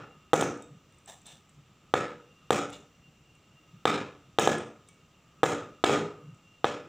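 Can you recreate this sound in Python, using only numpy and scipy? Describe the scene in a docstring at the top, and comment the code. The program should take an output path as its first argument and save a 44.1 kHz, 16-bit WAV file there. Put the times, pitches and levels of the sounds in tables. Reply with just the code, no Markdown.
"""A steel tin full of batter is knocked on a hard floor in loose pairs, close under a phone microphone.
Each contact sums a short thump, short low tones, steel sines, filtered-noise grit and a faint rim ring;
delayed copies are floor, wall and ceiling echoes, and convolution with random taps is the bare room.
Fingers tick on the rim (sine clusters and noise) and now and then shift the tin (resonated grit).
Beneath lie a faint household hum, a thin whine and a low rumble, all shaped noise."""
import sys
import numpy as np
from scipy import signal
from scipy.fft import rfft, irfft
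from scipy.io import wavfile
from scipy.ndimage import uniform_filter1d, minimum_filter1d

SR = 44100
rng = np.random.default_rng(int(sys.argv[2]) if len(sys.argv) > 2 else 0)


def field_ratio(decibels):
    """Amplitude ratio for a level in dB (20 dB per decade); scalars and array-likes work."""
    return 10 ** (np.asarray(decibels, dtype=float) / 20)


def generate_wav(sig):
    """Save sig (samples, or channels by samples) to the path in sys.argv[1] as 16-bit PCM at SR."""
    pcm = np.round(np.clip(np.atleast_2d(sig).T, -1, 1) * 32767).astype(np.int16)
    wavfile.write(sys.argv[1], SR, pcm)


N = 303652

# Contacts of tin and floor, rebounds too; steel, crack and room are relative to the blow:
# (time [s], blow [dB], steel ring [dB], crack [dB], room [dB])
KNOCKS = [(-0.0949, -8, -9, -34, -11), (0.3333, 2.5, -5.5, -19.5, -11), (0.3395, 0.5, -13, -15, -10.5),
          (.4108, -18.5, -1.5, -0.5, -13.5), (0.4254, -13, -9.5, -25, -5.5), (1.9397, 0, -7, -24, -8.5),
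          (2.5065, 1.5, -7.5, -15.5, -8), (2.529, -11.5, -4.5, -18, -11), (3.8551, 2.5, -2, -22, -6.5),
          (4.387, 0, 1.5, -17.5, -6), (4.3959, -6.5, -16, -5.5, -9.5), (4.475, 0, -8, -20, -8),
          (5.433, 3.5, -13.5, -21, -12.5), (5.4394, -2.5, -5.5, -15.5, -7), (5.84, 2.5, -6, -21.5, -6.5),
          (5.843, -1, 3, -14, -7), (5.8962, -8.5, -16, -21, -1.5), (6.6445, -5.5, -10, -35, -7.5),
          (6.6533, -20, -1.5, -18.5, 0.5)]
# Short low tones of the knock, coloured by the near echo: (frequency [Hz], level [dB], t60 [s])
LOW_TONES = [(150.8, -43, 0.089), (325.5, -26, 0.03), (507, -8.5, 0.026), (773, -21.5, 0.025),
             (1216, -9.5, 0.015), (1682, -19, 0.046)]
# Steel wall of the tin: (frequency [Hz], level [dB], t60 [s])
STEEL_MODES = [(2646, -46, 0.038), (3430, 3.5, 0.0044), (3620, -23, 0.023)]
# Bare rim above the batter: (frequency [Hz], level [dB], t60 [s])
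RIM_MODES = [(1694, -48.5, 0.22), (2260, -40.5, 0.374), (2580, -41.5, 0.34), (2730, -48, 0.13),
             (3304, -48, 0.202), (3420, -46.5, 0.24), (3800, -43, .25), (6100, -48.5, 0.13),
             (7300, -45, 0.19)]
# First reflections: (delay [ms], thump and low tones [dB], steel and grit [dB])
ECHOES = [(2.53, -8, -7), (15.84, -14, -33.5), (24.86, -20.5, -18)]
# Room decay before steepening: (frequency [Hz], t60 [s])
ROOM_T60 = [(100, 0.94), (260, 0.84), (450, 0.78), (950, 0.73), (1280, 0.77), (1840, 0.63), (4850, 0.56),
            (12800, 0.28)]
# Room tail colour: (frequency [Hz], gain [dB])
ROOM_COLOUR = [(60, -0.5), (150, 7.5), (300, -0.5), (450, 1), (620, -3), (1020, -3.5), (1270, 2.5),
               (1520, 3.5), (1800, 4), (2500, 11), (3500, -5), (4700, 5.5), (6000, 19.5), (7300, 13.5),
               (10000, 7.5), (15500, 6.5)]
# Tones that linger in the tail, before steepening: (frequency [Hz], level [dB], t60 [s])
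TAIL_TONES = [(158.9, -34.5, 0.94), (224.8, -34.5, 0.66), (293, -35.5, 1), (356, -32.5, 0.55),
              (412, -36, 0.74), (480.6, -41, 0.84), (593, -39.5, 0.81), (767, -46, 0.37), (800, -37, 0.35),
              (716, -36, .45), (887, -43, .43), (1050, -42.5, 0.38), (1242, -37.5, 0.707),
              (1308, -46, 0.77)]
# Hum spectrum, relative: (frequency [Hz], density [dB per Hz])
HUM_SPECTRUM = [(32, -32), (55, 1), (145, -1), (1010, -17), (1250, -15), (1400, -19.5), (1780, -20),
                (2310, -17.5), (2790, -15.5), (4160, -25), (6530, -29.5), (7170, -23.5), (8870, -38),
                (13300, -42.5), (15300, -34.5), (15900, -70)]
# Fuzzy tones in the hum: (frequency [Hz], width [Hz], level [dB], wavering [dB])
HUM_TONES = [(1245, 72, -71.5, 3), (3060, 50, -89, 2.5), (3587, 230, -81.5, -3), (5880, 210, -79.5, -1),
             (7370, 170, -81, 0), (15200, 300, -93, -2.5)]
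# Thin whine: (time [s], level [dB])
WHINE_LEVEL = [(0, -66), (.7, -71.5), (1.3, -84), (2.35, -70.5), (3.6, -68.5), (4.4, -76), (5.3, -72.5),
               (6.6, -65.5), (6.9, -81)]
# Brief swells of the rumble: (time [s], rise [dB], width [s])
RUMBLE_SWELLS = [(.75, 13.5, 0.068), (3.75, 15, 0.026), (6.3, 17, 0.13), (6.548, 0, 0.033)]
# Fingers on the rim: (time [s], level [dB], frequency [Hz])
TICKS = [(0.5732, -51, 7500), (0.6225, -43.5, 8520), (0.9233, -60, 8600), (0.945, -63, 8300),
         (0.9846, -55, 8660), (1.059, -47.5, 8100), (1.2166, -52.5, 7950), (1.266, -38.5, 9370),
         (1.493, -55, 8040), (1.545, -65.5, 7300), (2.702, -42, 8800), (2.7295, -41.5, 7240),
         (2.753, -59, 6900), (2.804, -66, 7200), (3.3518, -60, 8280), (4.582, -39.5, 8630),
         (4.887, -45, 8240), (6.3458, -61.5, 7210)]
# The hand shifts the tin; treble and low tones are relative to the middle band:
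# (time [s], middle level [dB], hold [s], treble [dB], low tones [dB])
SHIFTS = [(1.068, -52.5, 0.021, -0.5, 2.5), (1.246, -53.5, .065, -10, -8.5), (2.714, -48, 0.0094, -26, -32),
          (4.866, -67, 0.0089, -5, -15.5)]
# Rubbed tin's tones, relative within each band: (frequency [Hz], width [Hz], level [dB])
RUB_TONES = [(756, 230, 5), (1750, 110, -4), (2850, 24, 4), (3580, 200, 9), (5920, 130, 32), (6880, 41, 15),
             (7500, 38, 37), (7800, 80, -46), (10500, 80, -28)]
# Microphone response: (frequency [Hz], gain [dB])
MIC_RESPONSE = [(25, -38), (60, -13), (110, 2.5), (200, 0), (3900, -3), (4600, -8), (5600, 0.5), (8000, 1),
                (10000, -8), (13000, -19), (15300, -1), (15800, -22), (17000, -59.5)]
# Left-right difference hiss, relative: (frequency [Hz], density [dB per Hz])
SIDE_SPECTRUM = [(15, -31), (25, -8.5), (124, 1.5), (1090, -7), (1250, 2.5), (1640, -11), (5880, -7),
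                 (7300, -28), (9330, -18.5), (14800, -10.5), (15400, -11.5), (15900, -51)]

LANDING_MS, REBOUND_MS = 0.27, 0.33  # thump half-width: the edge lands hard, rebounds are softer
REBOUND_WITHIN_S = 0.2
THUMP_PEAK_S, RING_START_S = 0.0015, 0.0011  # from the start of a knock's sound
ROOM_START_MS, ROOM_BUILD_MS, ROOM_STEEPEN_DB_PER_S2 = 7.9, 5.1, 108
ROOM_PATCHY_DB = 2.5  # some tones linger where others drop out
HUM_DB, SIDE_DB = -63, -79
WHINE_HZ, WHINE_WIDTH_HZ, WHINE_WAVER_DB = 2778, 32, 3
RUMBLE_HZ, RUMBLE_WIDTH_HZ, RUMBLE_DB, RUMBLE_WAVER_DB = 149, 39, -70, 4.5
TICK_RIM_DB, TICK_SNAP_DB = 20, -8
SHIFT_RISE_S, SHIFT_FALL_DB_PER_S = 0.012, 192
CEILING_DB, AHEAD_MS, RECOVER_DB_PER_S = -3, 8.1, 99


def evened(x):
    """Scales to rms 1."""
    return x / np.sqrt(np.mean(x ** 2) + 1e-20)


def read(points, hz):
    """Interpolates points linearly on a log-frequency axis."""
    f, value = np.transpose(points)
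    return np.interp(np.log(hz + 1), np.log(f + 1), value)


def add(mix, time_s, sound):
    """Mixes a sound in at a time that may lie before the start."""
    at = round(time_s * SR)
    sound = sound[max(-at, 0):]
    part = mix[max(at, 0):][:len(sound)]
    part += sound[:len(part)]


def resonate(x, hz, width_hz):
    """One-pole resonance of gain 1: shifted to 0 Hz, smoothed, shifted back."""
    turn = np.exp(2j * np.pi * hz * np.arange(len(x)) / SR)
    r = np.exp(-np.pi * width_hz / SR)
    return 2 * (turn * signal.lfilter([1 - r], [1, -r], x / turn)).real


def rings(modes, t, spread_db=0, detune=0):
    """Sum of decaying sines; each call stirs their levels and pitches afresh."""
    out = 0
    for hz, db, t60_s in modes:
        level_luck, pitch_luck = rng.standard_normal(2)
        envelope = field_ratio(db + spread_db * level_luck - 60 * t / t60_s)
        out = out + envelope * np.sin(2 * np.pi * hz * (1 + detune * pitch_luck) * t)
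    return out


def slow(rate_per_s, count):
    """Slow random curve of rms 1."""
    points = rng.standard_normal(int(count / SR * 2 * rate_per_s) + 2)
    return evened(signal.resample(points, count))


def room(sound):
    """Room tail: evenly dense random taps swell up, and each band dies at its own speed, ever faster."""
    t = np.arange(SR) / SR
    slots = np.arange(0, SR - 16, 16)
    at = slots + rng.integers(0, 16, len(slots))
    clumps = field_ratio(1.2 * slow(90, SR))  # big surfaces answer in bunches
    taps = np.zeros(SR)
    taps[at] = rng.standard_normal(len(at)) * clumps[at]

    hz, frame_s, z = signal.stft(taps, SR, nperseg=512)
    t60_s = np.clip(read(ROOM_T60, hz), 0.1, 2)[:, None]
    fade_db = read(ROOM_COLOUR, hz)[:, None] - 60 * frame_s / t60_s
    patches = uniform_filter1d(rng.standard_normal(z.shape), size=2, axis=0)
    patches = evened(uniform_filter1d(patches, size=24, axis=1))
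    tail = signal.istft(z * field_ratio(fade_db + ROOM_PATCHY_DB * patches), SR, nperseg=512)[1][:SR]

    for _ in range(2):  # close pairs beat
        tail += rings(TAIL_TONES, t, spread_db=4, detune=0.015)
    late_ms = np.maximum(t * 1000 - ROOM_START_MS, 0)
    build = 1 - np.exp(-late_ms / ROOM_BUILD_MS)
    steepen = field_ratio(-ROOM_STEEPEN_DB_PER_S2 * (late_ms / 1000) ** 2)
    return signal.fftconvolve(sound, tail * build * steepen / np.sqrt(150))


def knock(blow_db, steel_db, crack_db, room_db, half_width_ms):
    """The tin stops dead: a suck-push-suck of air, short low tones, steel ring and gritty crack."""
    t = np.arange(16000) / SR
    u = (t - THUMP_PEAK_S) * 1000 / half_width_ms
    thump = (1 - u ** 2) * np.exp(-u ** 2 / 2)
    after = np.maximum(t - RING_START_S, 0)
    swell = 1 - np.exp(-(after / 0.00021) ** 2)  # the floor's push builds up over the contact
    grit = resonate(rng.standard_normal(len(t)), 7500, 5050) * np.exp(-after / 0.0022)

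    low = thump + swell * rings(LOW_TONES, after, spread_db=2)
    steel = swell * field_ratio(steel_db) * rings(STEEL_MODES, after, spread_db=1)
    high = steel + swell * field_ratio(crack_db) * grit
    # the room is fed one even click in place of the grit
    click = field_ratio(crack_db + 16) * signal.unit_impulse(len(t), idx=66)

    out = field_ratio(room_db) * room(low + field_ratio(3.5) * steel + click)
    add(out, 0, swell * rings(RIM_MODES, after, spread_db=4, detune=0.01))
    direct = (0, 0.0004, 0.0036)
    for delay_ms, low_db, high_db in [direct] + list(ECHOES):
        add(out, delay_ms / 1000, field_ratio(low_db) * low + field_ratio(high_db) * high)
    return field_ratio(blow_db) * out


def hum():
    """Patchy broadband noise, as it leaves the microphone, with fuzzy tones that come and go."""
    frames, hz = N // 256 + 5, np.fft.rfftfreq(1024, 1 / SR)
    real, imag, patches = rng.standard_normal((frames, 513, 3)).T
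    patches = uniform_filter1d(patches, 10, axis=0)
    patches = evened(uniform_filter1d(patches, 12, axis=1))
    z = (real + 1j * imag) * field_ratio(read(HUM_SPECTRUM, hz)[:, None] + 0.5 * patches)
    noise = signal.istft(z, nperseg=1024, noverlap=768)[1][:N]
    out = field_ratio(HUM_DB) * evened(noise)
    for tone_hz, width_hz, db, waver_db in HUM_TONES:
        tone = evened(resonate(rng.standard_normal(N), tone_hz, width_hz))
        out += field_ratio(db + waver_db * slow(1.5, N)) * tone
    return out


def wander(level_db, hz, width_hz, waver_db):
    """Fuzzy tone: noise through two resonances, its level wavering."""
    level_db = level_db + waver_db * slow(10, N)
    tone = resonate(rng.standard_normal(N), hz, width_hz)
    return field_ratio(level_db) * evened(resonate(tone, hz, 2 * width_hz))


def whine():
    """Thin whine: narrowband noise on a drawn level curve."""
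    level_db = np.interp(np.arange(N) / SR, *np.transpose(WHINE_LEVEL))
    return wander(level_db, WHINE_HZ, WHINE_WIDTH_HZ, WHINE_WAVER_DB)


def rumble():
    """Low rumble: narrowband noise with brief bell-shaped swells."""
    t = np.arange(N) / SR
    level_db = RUMBLE_DB + sum(rise_db * np.exp(-((t - s) / width_s) ** 2)
                               for s, rise_db, width_s in RUMBLE_SWELLS)
    return wander(level_db, RUMBLE_HZ, RUMBLE_WIDTH_HZ, RUMBLE_WAVER_DB)


def tick(level_db, hz):
    """Fingernail on the rim: broad snap, a few ms of rough high ring, faint rim modes and room."""
    t = np.arange(1500) / SR
    ratios = (1, *rng.uniform(0.85, 1.12, 2))
    cluster = sum(np.sin(2 * np.pi * hz * ratio * t) for ratio in ratios)
    ring = cluster * (1 - np.exp(-t / 0.0005)) * np.exp(-t / 0.0025)
    snap = 2 * resonate(rng.standard_normal(len(t)), hz, 3100) * np.exp(-t / 0.0037)
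    touch = ring / abs(ring).max() + field_ratio(TICK_SNAP_DB) * snap
    out = field_ratio(-15.5) * room(touch)
    add(out, 0, touch)
    rim = rings(RIM_MODES, np.arange(16000) / SR, spread_db=4, detune=0.04)
    add(out, 0, field_ratio(TICK_RIM_DB) * rim)
    return field_ratio(level_db) * out


def shift(level_db, hold_s, treble_db, low_db):
    """Dense grit under the sliding tin excites its tones; it starts fast, holds and dies away."""
    t = np.arange(12000) / SR
    grit = rng.standard_normal(len(t)) * field_ratio(2 * slow(150, len(t)))
    tones = [(hz, field_ratio(db) * resonate(grit, hz, width_hz) / np.sqrt(width_hz))
             for hz, width_hz, db in RUB_TONES]

    def band(from_hz, to_hz):
        """Sums the tones of one band to rms 1."""
        return evened(sum(tone for hz, tone in tones if from_hz <= hz < to_hz))

    low = band(0, 2000)
    mid = evened(band(2000, 5000) + 0.7 * evened(resonate(grit, 3200, 1500)))
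    high = evened(band(5000, SR) + 0.8 * evened(resonate(grit, 7500, 4000)))
    mix = field_ratio(low_db) * low + mid + field_ratio(treble_db) * high
    rise = np.minimum(t / SHIFT_RISE_S, 1) ** 2
    fall_db = SHIFT_FALL_DB_PER_S * np.maximum(t - SHIFT_RISE_S - hold_s, 0)
    return rise * field_ratio(level_db - fall_db) * mix


def microphone(x):
    """Small microphone behind its port: thin bass, a dip, a late peak; minimum phase from the log gain."""
    hz = abs(np.fft.fftfreq(8192, 1 / SR))
    log_gain = np.log(field_ratio(read(MIC_RESPONSE, hz)))
    phase = -signal.hilbert(log_gain).imag
    taps = np.fft.ifft(np.exp(log_gain + 1j * phase)).real[:4096]
    return signal.oaconvolve(x, taps)[:N]


def scene():
    """All sounds reach one spot; the hum joins after the microphone."""
    close = whine() + rumble()
    gaps_s = np.diff([row[0] for row in KNOCKS], prepend=-np.inf)
    for (s, *levels_db), gap_s in zip(KNOCKS, gaps_s):
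        half_width_ms = REBOUND_MS if gap_s < REBOUND_WITHIN_S else LANDING_MS
        add(close, s - THUMP_PEAK_S, knock(*levels_db, half_width_ms))
    for s, *settings in TICKS:
        add(close, s, tick(*settings))
    for s, *settings in SHIFTS:
        add(close, s, shift(*settings))
    mix = microphone(close) + hum()
    return np.array([mix, mix])


def limiter(x):
    """Looks a little ahead, ducks before each peak over the ceiling and recovers steadily."""
    ahead = int(AHEAD_MS * SR / 1000)
    over_db = np.maximum(20 * np.log10(abs(x) + 1e-9) - CEILING_DB, 0)
    coming_db = -minimum_filter1d(-over_db, ahead, origin=-(ahead // 2))
    fall_db = np.arange(N) * RECOVER_DB_PER_S / SR
    held_db = np.maximum.accumulate(coming_db + fall_db) - fall_db
    return x / field_ratio(uniform_filter1d(held_db, size=200))


def side_hiss():
    """Faint shaped noise, opposite in left and right."""
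    hz = np.fft.rfftfreq(N, 1 / SR)
    spectrum = rfft(rng.standard_normal(N)) * field_ratio(read(SIDE_SPECTRUM, hz))
    return field_ratio(SIDE_DB) * evened(irfft(spectrum, N))


def roll_off(x):
    """The treble ends steeply here."""
    return signal.sosfilt(signal.butter(12, 16810, fs=SR, output="sos"), x)


def record(dry):
    """Limits the mono mix, then adds the hiss that sets left and right apart."""
    mid = limiter(dry[0])
    side = side_hiss()
    return roll_off(np.array([mid + side, mid - side]))


dry = scene()
out = record(dry)
generate_wav(out)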